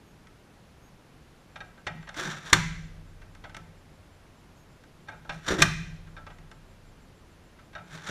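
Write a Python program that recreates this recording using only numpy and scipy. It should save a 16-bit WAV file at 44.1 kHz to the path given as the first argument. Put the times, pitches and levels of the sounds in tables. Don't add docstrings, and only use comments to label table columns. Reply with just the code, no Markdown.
import sys
import numpy as np
from scipy import signal
from scipy.fft import rfft, irfft
from scipy.io import wavfile
from scipy.ndimage import uniform_filter1d

SR = 44100
rng = np.random.default_rng(int(sys.argv[2]) if len(sys.argv) > 2 else 0)


def digitize_waveform(pressure):
    field = np.atleast_2d(pressure).T
    bounded = np.clip(field, -1, 1)
    quanta = np.round(bounded * 32767).astype(np.int16)
    wavfile.write(sys.argv[1], SR, quanta)


N = 357210
T = np.arange(N) / SR

# pitch_hz, level_db
HISS_TONE = [(8.8, -36.5), (15, -2), (59, -1), (105, -3.5), (149, -1), (182, -3.5), (230, -6), (489, -12),
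             (1280, -17.5), (1470, -18), (6120, -30.5), (6680, -31), (8180, -35.5), (10900, -34.5),
             (15500, -47)]
# start_s, length_s, level_db
CHIRPS = [(.055, .08, -75), (.815, .09, -72), (4.555, 0.094, -74)]
# start_s, level_db, chatter_s, favoured_hz
TICKS = [(.269, -55, 0.0035, 1100), (1.645, -63, .003, 4400), (2.025, -52, 0.0053, 1700),
         (2.071, -44.5, 0.0079, 1700), (2.089, -40.5, 0.0038, 1700), (2.142, -47, 0.0027, 2100),
         (2.5268, -31.5, .002, 1700), (3.216, -52.5, 0.0056, 1700), (3.349, -54, 0.0024, 1700),
         (3.494, -49.5, 0.0048, 1290), (3.545, -42.5, 0.0029, 2190), (4.836, -56, 0.0033, 1700),
         (5.319, -49, 0.0044, 4950), (6.07, -55.5, 0.0087, 1384), (6.300, -49, 0.0094, 1002),
         (6.384, -55.5, 0.003, 2100), (6.513, -49.5, 0.0029, 1620), (7.586, -53, 0.01, 900),
         (7.73, -52, 0.0063, 1610), (7.979, -48, .008, 1400)]
# pitch_hz, level_db, decay_s
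LID_MODES = [(971, -10.5, 0.023), (1214, -6.5, 0.044), (1530, 1, 0.032), (1628, -2.5, 0.055),
             (1910, -3.5, 0.032), (2150, -4.5, 0.033), (2370, -5.5, 0.018), (2690, -7, 0.027),
             (2920, -7.5, 0.016), (3323, -5.5, 0.011), (3560, -3.5, 0.018), (3670, -6, .019),
             (4170, -12, 0.011), (4380, -10.5, .025), (4734, -18, .02), (5355, -7.5, .018),
             (6060, -11.5, 0.02), (7350, -14, 0.02), (8930, -14, 0.023)]
# pitch_hz, level_db, decay_s
BASE_MODES = [(537, -4.5, 0.021), (607, -1, 0.054), (713, -3, 0.074), (780, -4.5, 0.055),
              (868.3, -0.5, 0.11), (1284, -4.5, 0.079), (1324, 3, 0.21), (1463.5, -1.5, 0.082)]
# pitch_hz, level_db
CRACK_TONE = [(150, -2), (500, -21.5), (1050, -4.5), (1700, -1), (2700, -8.5), (3800, -4), (4900, -11),
              (6000, -5.5), (7400, -10), (9500, -14.5), (15000, -32)]
# pitch_hz, level_db, decay_s, rise_s
WORKTOP_MODES = [(29.4, -29, 5.2, 0.029), (42.2, -27.5, 2.2, .04), (58, -23.5, 1.2, 0.026),
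                 (93.3, -33, 6, 0.054), (107.4, -16, 0.45, 0.011), (138.6, -22, 0.87, 0.032),
                 (153.4, -32, 3.1, .05), (159.8, -14, 1.15, 0.015), (175, -16, 0.9, 0.033),
                 (312, -24, 0.22, 0.0052)]
# pitch_hz, decay_s
ROOM_DECAY = [(100, 0.94), (500, 0.12), (2000, 0.7), (6000, 0.67), (14000, 0.39)]
# pitch_hz, level_db
WALL_TONE = [(100, -1), (170, 7.5), (300, 2), (700, 8.5), (1150, 0), (1650, -2), (2400, -0.5), (4000, -6.5),
             (5300, -4.5), (7500, -7.5), (10000, -10.5), (15000, -4.5)]
# start_s, level_db, chatter_s, base_db, favoured_hz, hinge_db
# (base_db and hinge_db are relative to the blow)
CLACKS = [(1.558, -42, 0.0063, -1, 900, -6), (1.605, -42.5, 0.0057, 2, 1600, 0),
          (1.775, -52, 0.0096, -8, 1520, -18.5), (3.439, -41, 0.0096, -2, 853, -14),
          (5.075, -49, 0.0076, 7, 1583, -8), (5.085, -39, 0.0066, -5, 1590, -7.5),
          (5.122, -47, 0.017, 4.5, 1400, -7), (5.248, -49.5, 0.0048, 9.5, 1520, -12),
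          (6.166, -42.5, 0.011, -1, 1400, -7), (6.2654, -43.5, 0.0063, 0, 1200, -14),
          (7.78, -45.5, .012, -1, 1330, -8)]
# pitch_hz, level_db, decay_s
HINGE_MODES = [(1612, 3, .075), (1900, -7.5, 0.061), (2380, -6, 0.064), (3725, -7, .06),
               (4330, -14.5, 0.039), (5770, -16, .03)]
# start_s, level_db, chatter_s, base_db, favoured_hz, hinge_db
LANDINGS = [(1.867, -29, 0.006, -5, 1900, -9), (5.2931, -32, 0.0071, -6, 1308, -9),
            (7.7516, -38.5, 0.0085, 3, 1570, -4.5)]
# pitch_hz, level_db, decay_s
BIN_MODES = [(158, -8, .07), (214, -9, .05), (312, -.5, 0.085), (368, 1.5, 0.085), (433, -2.5, .06),
             (496, -4.5, .06)]
# peak_s, rise_s, hold_s, crunch_db, rasp_db, groan_db, boom_db
SHOVES = [(1.947, 0.033, .025, -70.5, -67, -43, -61.5), (2.17, 0.035, .045, -37.5, -40, -46, -43),
          (2.244, 0.04, 0.052, -44.5, -41, -39, -47), (2.316, .02, 0.0089, -47.5, -43, -47.5, -54.5),
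          (2.368, .03, .012, -53.5, -51, -49.5, -61), (2.452, .04, 0.01, -53, -51.5, -57.5, -65),
          (2.495, 0.09, 0.05, -45, -45.5, -55, -61.5), (5.335, 0.071, 0.032, -52.5, -58.5, -48.5, -63),
          (5.483, 0.062, 0.012, -35, -35.5, -37.5, -38.5), (5.511, 0.039, 0.0073, -38.5, -36, -33.5, -31),
          (5.57, .03, .02, -54, -62.5, -43, -45.5), (5.589, 0.012, 0.027, -38, -33, -26.5, -32.5),
          (7.936, 0.12, 0.022, -48, -53, -47, -59), (8.099, 0.11, .02, -35.5, -35.5, -38, -48)]
# pitch_hz, level_db
FLESH_TONE = [(200, -12.5), (650, -5), (1100, -2), (1600, 1.5), (2900, -8.5), (3700, -3.5), (4800, -12),
              (6000, -10), (7300, -14.5), (10000, -22), (15000, -34)]
# pitch_hz, level_db, decay_s
BLADE_MODES = [(1270, -6, 0.012), (1460, -0.5, 0.024), (1584, 0.5, 0.018), (1830, -2.5, 0.018),
               (2100, -5, 0.009), (3560, -6.5, 0.0092), (4270, -10, 0.0096), (4390, -15.5, .015),
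               (5730, -12, 0.009), (7180, -12, .006)]
# pitch_hz, level_db
GROAN_TONE = [(50, -7), (110, -4), (158, 10.5), (245, -9.5), (490, -17), (1200, -49.5)]
# start_s, thud_db, snap_db
JOLTS = [(2.179, -44.5, -48.5), (2.198, -40.5, -51), (2.221, -42, -51.5), (2.245, -38.5, -52.5),
         (2.265, -41.5, -44.5), (2.312, -49.5, -47), (2.327, -53, -43.5), (5.4929, -26, -43.5),
         (5.5065, -17.5, -37), (5.5223, -17.5, -37), (5.538, -23.5, -45), (5.597, -28, -39),
         (8.094, -29, -40)]
# start_s, level_db, chatter_s, crack_db (relative to the lid's ring), thud_db
SLAMS = [(2.5291, -11, .0022, -4, -16), (5.6191, -12, .003, -5.5, -26.5)]
# pitch_hz, decay_s, first_slam_db, second_slam_db
SHUT_LID_MODES = [(983, 0.04, -6.5, -23.5), (1170, 0.051, -3, -6.5), (1242, 0.047, -5, -5.5),
                  (1440, 0.036, -9, -14), (1570, 0.047, 3, 0), (1840, .032, 3, -2.5), (1900, .03, -4, -2.5),
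                  (2055, 0.022, -5.5, -7.5), (2432, 0.024, -9, -1.5), (2560, 0.02, -19, -7),
                  (2828, .04, -10.5, -12), (2940, .03, -13.5, -17.5), (3110, 0.035, -14.5, -7.5),
                  (3485, 0.044, -1, -8), (3690, 0.032, -2.5, -7), (4120, 0.034, -5.5, -6.5),
                  (4350, .025, -10, -14.5), (4410, .035, -9.5, -13), (5450, 0.017, -7.5, -6.5),
                  (5730, .022, -7, -11.5), (6160, 0.021, -13.5, -9), (6260, .02, -13, -5.5),
                  (6940, .018, -5, -14), (7240, 0.02, -7, -13.5)]

ROCK_BACK_S = 3.566


def gain(db):
    return 10 ** (np.asarray(db) / 20)


def normalise(x):
    return x / np.sqrt(np.sum(x ** 2))


def fade(t, decay_s):
    return np.exp(-np.log(1000) * t / decay_s)


def lookup(hz, points):
    pitches, values = np.transpose(points)
    return np.interp(np.log(hz + 1), np.log(pitches), values)


def wander(times):
    return np.interp(T, times, rng.standard_normal(len(times)))


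def colour(x, tone, size=8192):
    gains = gain(lookup(np.fft.rfftfreq(size, 1 / SR), tone))
    cepstrum = irfft(np.log(gains))
    cepstrum[1:size // 2] *= 2
    cepstrum[size // 2 + 1:] = 0
    return excite(x, irfft(np.exp(rfft(cepstrum))))


def excite(force, response):
    return signal.fftconvolve(force, response)[:len(force)]


def add(track, start_s, sound):
    i = int(start_s * SR)
    track[i:i + len(sound)] += sound[:N - i]


def flurry(envelope, smooth_bins):
    contacts = rng.standard_normal(len(envelope)) * envelope
    power = uniform_filter1d(np.abs(rfft(contacts)) ** 2, size=smooth_bins)
    hz = np.fft.rfftfreq(len(contacts), 1 / SR)
    return normalise(colour(contacts, np.column_stack([hz + 1, -10 * np.log10(power)])))


def ring(modes, t, scatter_db=2.5, detune_per_khz=0, damping=1):
    weight, bend = rng.standard_normal((len(modes), 2)).T
    out = np.zeros(len(t))
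    for k, (hz, db, decay_s) in enumerate(modes):
        bent_hz = hz * (1 + detune_per_khz * hz / 1000 * bend[k])
        note = normalise(np.sin(2 * np.pi * bent_hz * t) * fade(t, decay_s / damping))
        out += (-1) ** k * gain(db + scatter_db * weight[k]) * note
    return normalise(out)


def hiss(level_db=-54.5):
    return normalise(colour(rng.standard_normal(N), HISS_TONE)) * np.sqrt(N) * gain(level_db)


def chirps(start_hz=6510, glide_hz_per_s=800, octave_db=-7):
    out = np.zeros(N)
    for start_s, length_s, db in CHIRPS:
        t = T[:int(length_s * SR)]
        phase = 2 * np.pi * (start_hz + glide_hz_per_s * t / 2) * t
        tone = np.sin(phase) + gain(octave_db) * np.sin(2 * phase)
        add(out, start_s, gain(db) * signal.windows.tukey(len(t)) * tone)
    return out * np.sqrt(2)


def blow(chatter_s, favoured_hz, base_db, bright_hz, swell_share):
    t = T[:SR // 7]
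    swell = 1 - np.exp(-t / (swell_share * chatter_s))
    first_touch = gain(-16) * (t == 0)
    force = first_touch + flurry(swell * np.exp(-t / chatter_s), smooth_bins=14)
    lid = normalise(excite(force, ring(LID_MODES, t, detune_per_khz=0.0021)))
    base = normalise(excite(force, ring(BASE_MODES, t, detune_per_khz=0.01)))
    contacts = flurry(swell * fade(t, 0.014 + 4 * chatter_s), smooth_bins=115)
    clack = lid + gain(-3) * normalise(colour(contacts, CRACK_TONE))
    clack += 0.66 * signal.lfilter(*signal.iirpeak(favoured_hz, Q=5.9, fs=SR), clack)
    soften = signal.butter(1, min(bright_hz, 0.45 * SR), fs=SR)
    clack = signal.lfilter(*soften, signal.lfilter(*soften, clack))
    return normalise(normalise(clack) + gain(base_db) * base)


def tick(chatter_s, favoured_hz, base_db=-4.5):
    return blow(chatter_s, favoured_hz, base_db, bright_hz=25 / chatter_s, swell_share=0.45)


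def worktop_hum():
    t = T[:3 * SR]
    return sum(gain(db) * np.sin(2 * np.pi * hz * t) * fade(t, decay_s) * (1 - np.exp(-t / rise_s))
               for hz, db, decay_s, rise_s in WORKTOP_MODES)


def kitchen_echo(sound, tail_db=-6.5, early_db=-12, early_decay_s=0.23, gap_s=0.0029):
    t = T[:SR]
    hz = np.fft.rfftfreq(len(t), 1 / SR)
    arrived = np.clip(t / gap_s - 1, 0, 1)
    longest_fade = fade(t, max(decay_s for _, decay_s in ROOM_DECAY))
    spectrum = rfft(flurry(arrived * longest_fade, smooth_bins=60))
    octaves_hz = 2. ** np.arange(6, 15)
    tail = np.zeros(len(t))
    for centre_hz in octaves_hz:
        band = lookup(hz, list(zip(octaves_hz, octaves_hz == centre_hz)))
        tail += irfft(spectrum * band) * fade(t, lookup(centre_hz, ROOM_DECAY)) / longest_fade
    early = flurry(arrived * fade(t, early_decay_s), smooth_bins=300)
    return excite(sound, colour(gain(tail_db) * tail + gain(early_db) * early, WALL_TONE))


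def whine(start_s=1.4, pitch_hz=7330, pulse_hz=5.7, level_db=-83, flicker_db=2):
    times = np.linspace(0, T[-1], 60)
    pace_hz = pulse_hz * (1 + 0.37 * wander(times))
    pulses = 2 * np.maximum(np.sin(2 * np.pi * np.cumsum(pace_hz) / SR), 0)
    tone = np.sqrt(2) * np.sin(2 * np.pi * pitch_hz * T)
    return gain(level_db + flicker_db * wander(times)) * pulses * tone * (T > start_s)


def lid_knock(chatter_s, base_db, favoured_hz, hinge_db):
    clack = tick(chatter_s, favoured_hz, base_db)
    return clack + gain(hinge_db) * ring(HINGE_MODES, T[:len(clack)], scatter_db=0.5)


def bin_thuds(slam_lead_s=0.0022):
    # start_s, level_db, length_s
    pushes = [(start_s - slam_lead_s, db, 0.0027) for start_s, *_, db in SLAMS]
    pushes += [(start_s, db - 8.5, 0.0036) for start_s, db, *_ in LANDINGS]
    pushes += [(start_s, db, 0.00074) for start_s, db, _ in JOLTS]
    pushes.append((ROCK_BACK_S, -41, 0.0036))
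    t = T[:SR // 5]
    note = sum(gain(db) * np.sin(2 * np.pi * hz * t) * fade(t, decay_s) for hz, db, decay_s in BIN_MODES)
    out = np.zeros(N)
    for start_s, db, length_s in pushes:
        push = np.sin(np.pi * np.minimum(t / length_s, 1)) ** 2
        add(out, start_s, gain(db) * normalise(excite(push, note)) * np.sqrt(SR * 0.0016))
    return out


def bursts(per_s, spread_db):
    strength = gain(spread_db * np.minimum(rng.exponential(size=N), 4))
    return (rng.random(N) < per_s / SR) * strength * rng.choice([-1, 1], N)


def shove(peak_s, rise_s, hold_s, climb_db=29.5, ease_db_per_s=32.5, release_db_per_s=260.5):
    t = T - peak_s
    return gain(climb_db * np.minimum(t, 0) / rise_s
                - ease_db_per_s * np.clip(t, 0, hold_s)
                - release_db_per_s * np.maximum(t - hold_s, 0))


def onion_crunch(jerk_db=2.5, jerks_per_s=130):
    t = T[:SR // 10]
    jerks = gain(jerk_db * wander(np.arange(2000) / jerks_per_s))
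    flesh = normalise(colour(bursts(per_s=1800, spread_db=3) * jerks, FLESH_TONE))
    rasp = normalise(excite(bursts(900, 1.5) * jerks, ring(BLADE_MODES, t, scatter_db=3)))
    groan = normalise(colour(bursts(830, 1), GROAN_TONE))
    base = normalise(excite(bursts(1500, -1.5) * jerks, ring(BASE_MODES, t, scatter_db=-3, damping=4.8)))
    boom = normalise(excite(bursts(900, -0.5), ring(BIN_MODES, t, scatter_db=0.5, damping=3.2)))
    crunch = flesh + gain(-11.5) * base
    out = np.zeros(N)
    for peak_s, rise_s, hold_s, crunch_db, rasp_db, groan_db, boom_db in SHOVES:
        force = shove(peak_s, rise_s, hold_s)
        out += (crunch * gain(crunch_db) + rasp * gain(rasp_db)) * force
        out += (groan * gain(groan_db) + boom * gain(boom_db)) * force ** 2.1
    return out * np.sqrt(N)


def blade_snap():
    return blow(chatter_s=0.006, favoured_hz=1200, base_db=-2.5, bright_hz=3000, swell_share=0.98)


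def lid_slam(which, chatter_s, crack_db, base_db=-17):
    t = T[:SR // 4]
    swell = 1 - np.exp(-t / chatter_s)
    force = flurry(swell * np.exp(-t / chatter_s), smooth_bins=15)
    modes = [(hz, levels_db[which], decay_s) for hz, decay_s, *levels_db in SHUT_LID_MODES]
    lid = normalise(excite(force, ring(modes, t)))
    base = normalise(excite(force, ring(BASE_MODES, t, damping=2.5)))
    contacts = flurry(swell * fade(t, decay_s=0.03), smooth_bins=100)
    crack = normalise(colour(contacts, CRACK_TONE))
    return normalise(normalise(lid + gain(crack_db) * crack) + gain(base_db) * base)


def all_blows(slam_crack_boost_db):
    for which, (start_s, db, chatter_s, crack_db, _) in enumerate(SLAMS):
        yield start_s, db, -1.5, lid_slam(which, chatter_s, crack_db + slam_crack_boost_db)
    for start_s, db, *settings in LANDINGS:
        yield start_s, db, 1, lid_knock(*settings)
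    for start_s, db, *settings in CLACKS:
        yield start_s, db, 3, lid_knock(*settings)
    for start_s, db, *settings in TICKS:
        yield start_s, db, -13, tick(*settings)
    yield ROCK_BACK_S, -42.5, 8, tick(chatter_s=0.0016, favoured_hz=1700)
    for start_s, _, snap_db in JOLTS:
        yield start_s, snap_db, -13, blade_snap()


def clacks_and_hum(slam_crack_boost_db=0):
    clacks, hum, slab = np.zeros(N), np.zeros(N), worktop_hum()
    for start_s, db, push_db, sound in all_blows(slam_crack_boost_db):
        add(clacks, start_s, gain(db) * sound * np.sqrt(SR * 0.014))
        add(hum, start_s, gain(db + push_db) * slab)
    return clacks, hum


def scene():
    clacks, hum = clacks_and_hum()
    chopping = bin_thuds() + onion_crunch()
    rear_clacks, _ = clacks_and_hum(slam_crack_boost_db=11)
    room = (kitchen_echo(clacks + chopping) + kitchen_echo(rear_clacks + chopping)) / np.sqrt(2)
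    return (clacks + chopping + room + hum + hiss() + chirps() + whine())[None]


def record(dry, top_hz=15400):
    low_pass = signal.ellip(10, 0.2, 85, top_hz, fs=SR, output="sos")
    return signal.sosfilt(low_pass, np.clip(dry, -1, 1))


dry = scene()
out = record(dry)
digitize_waveform(out)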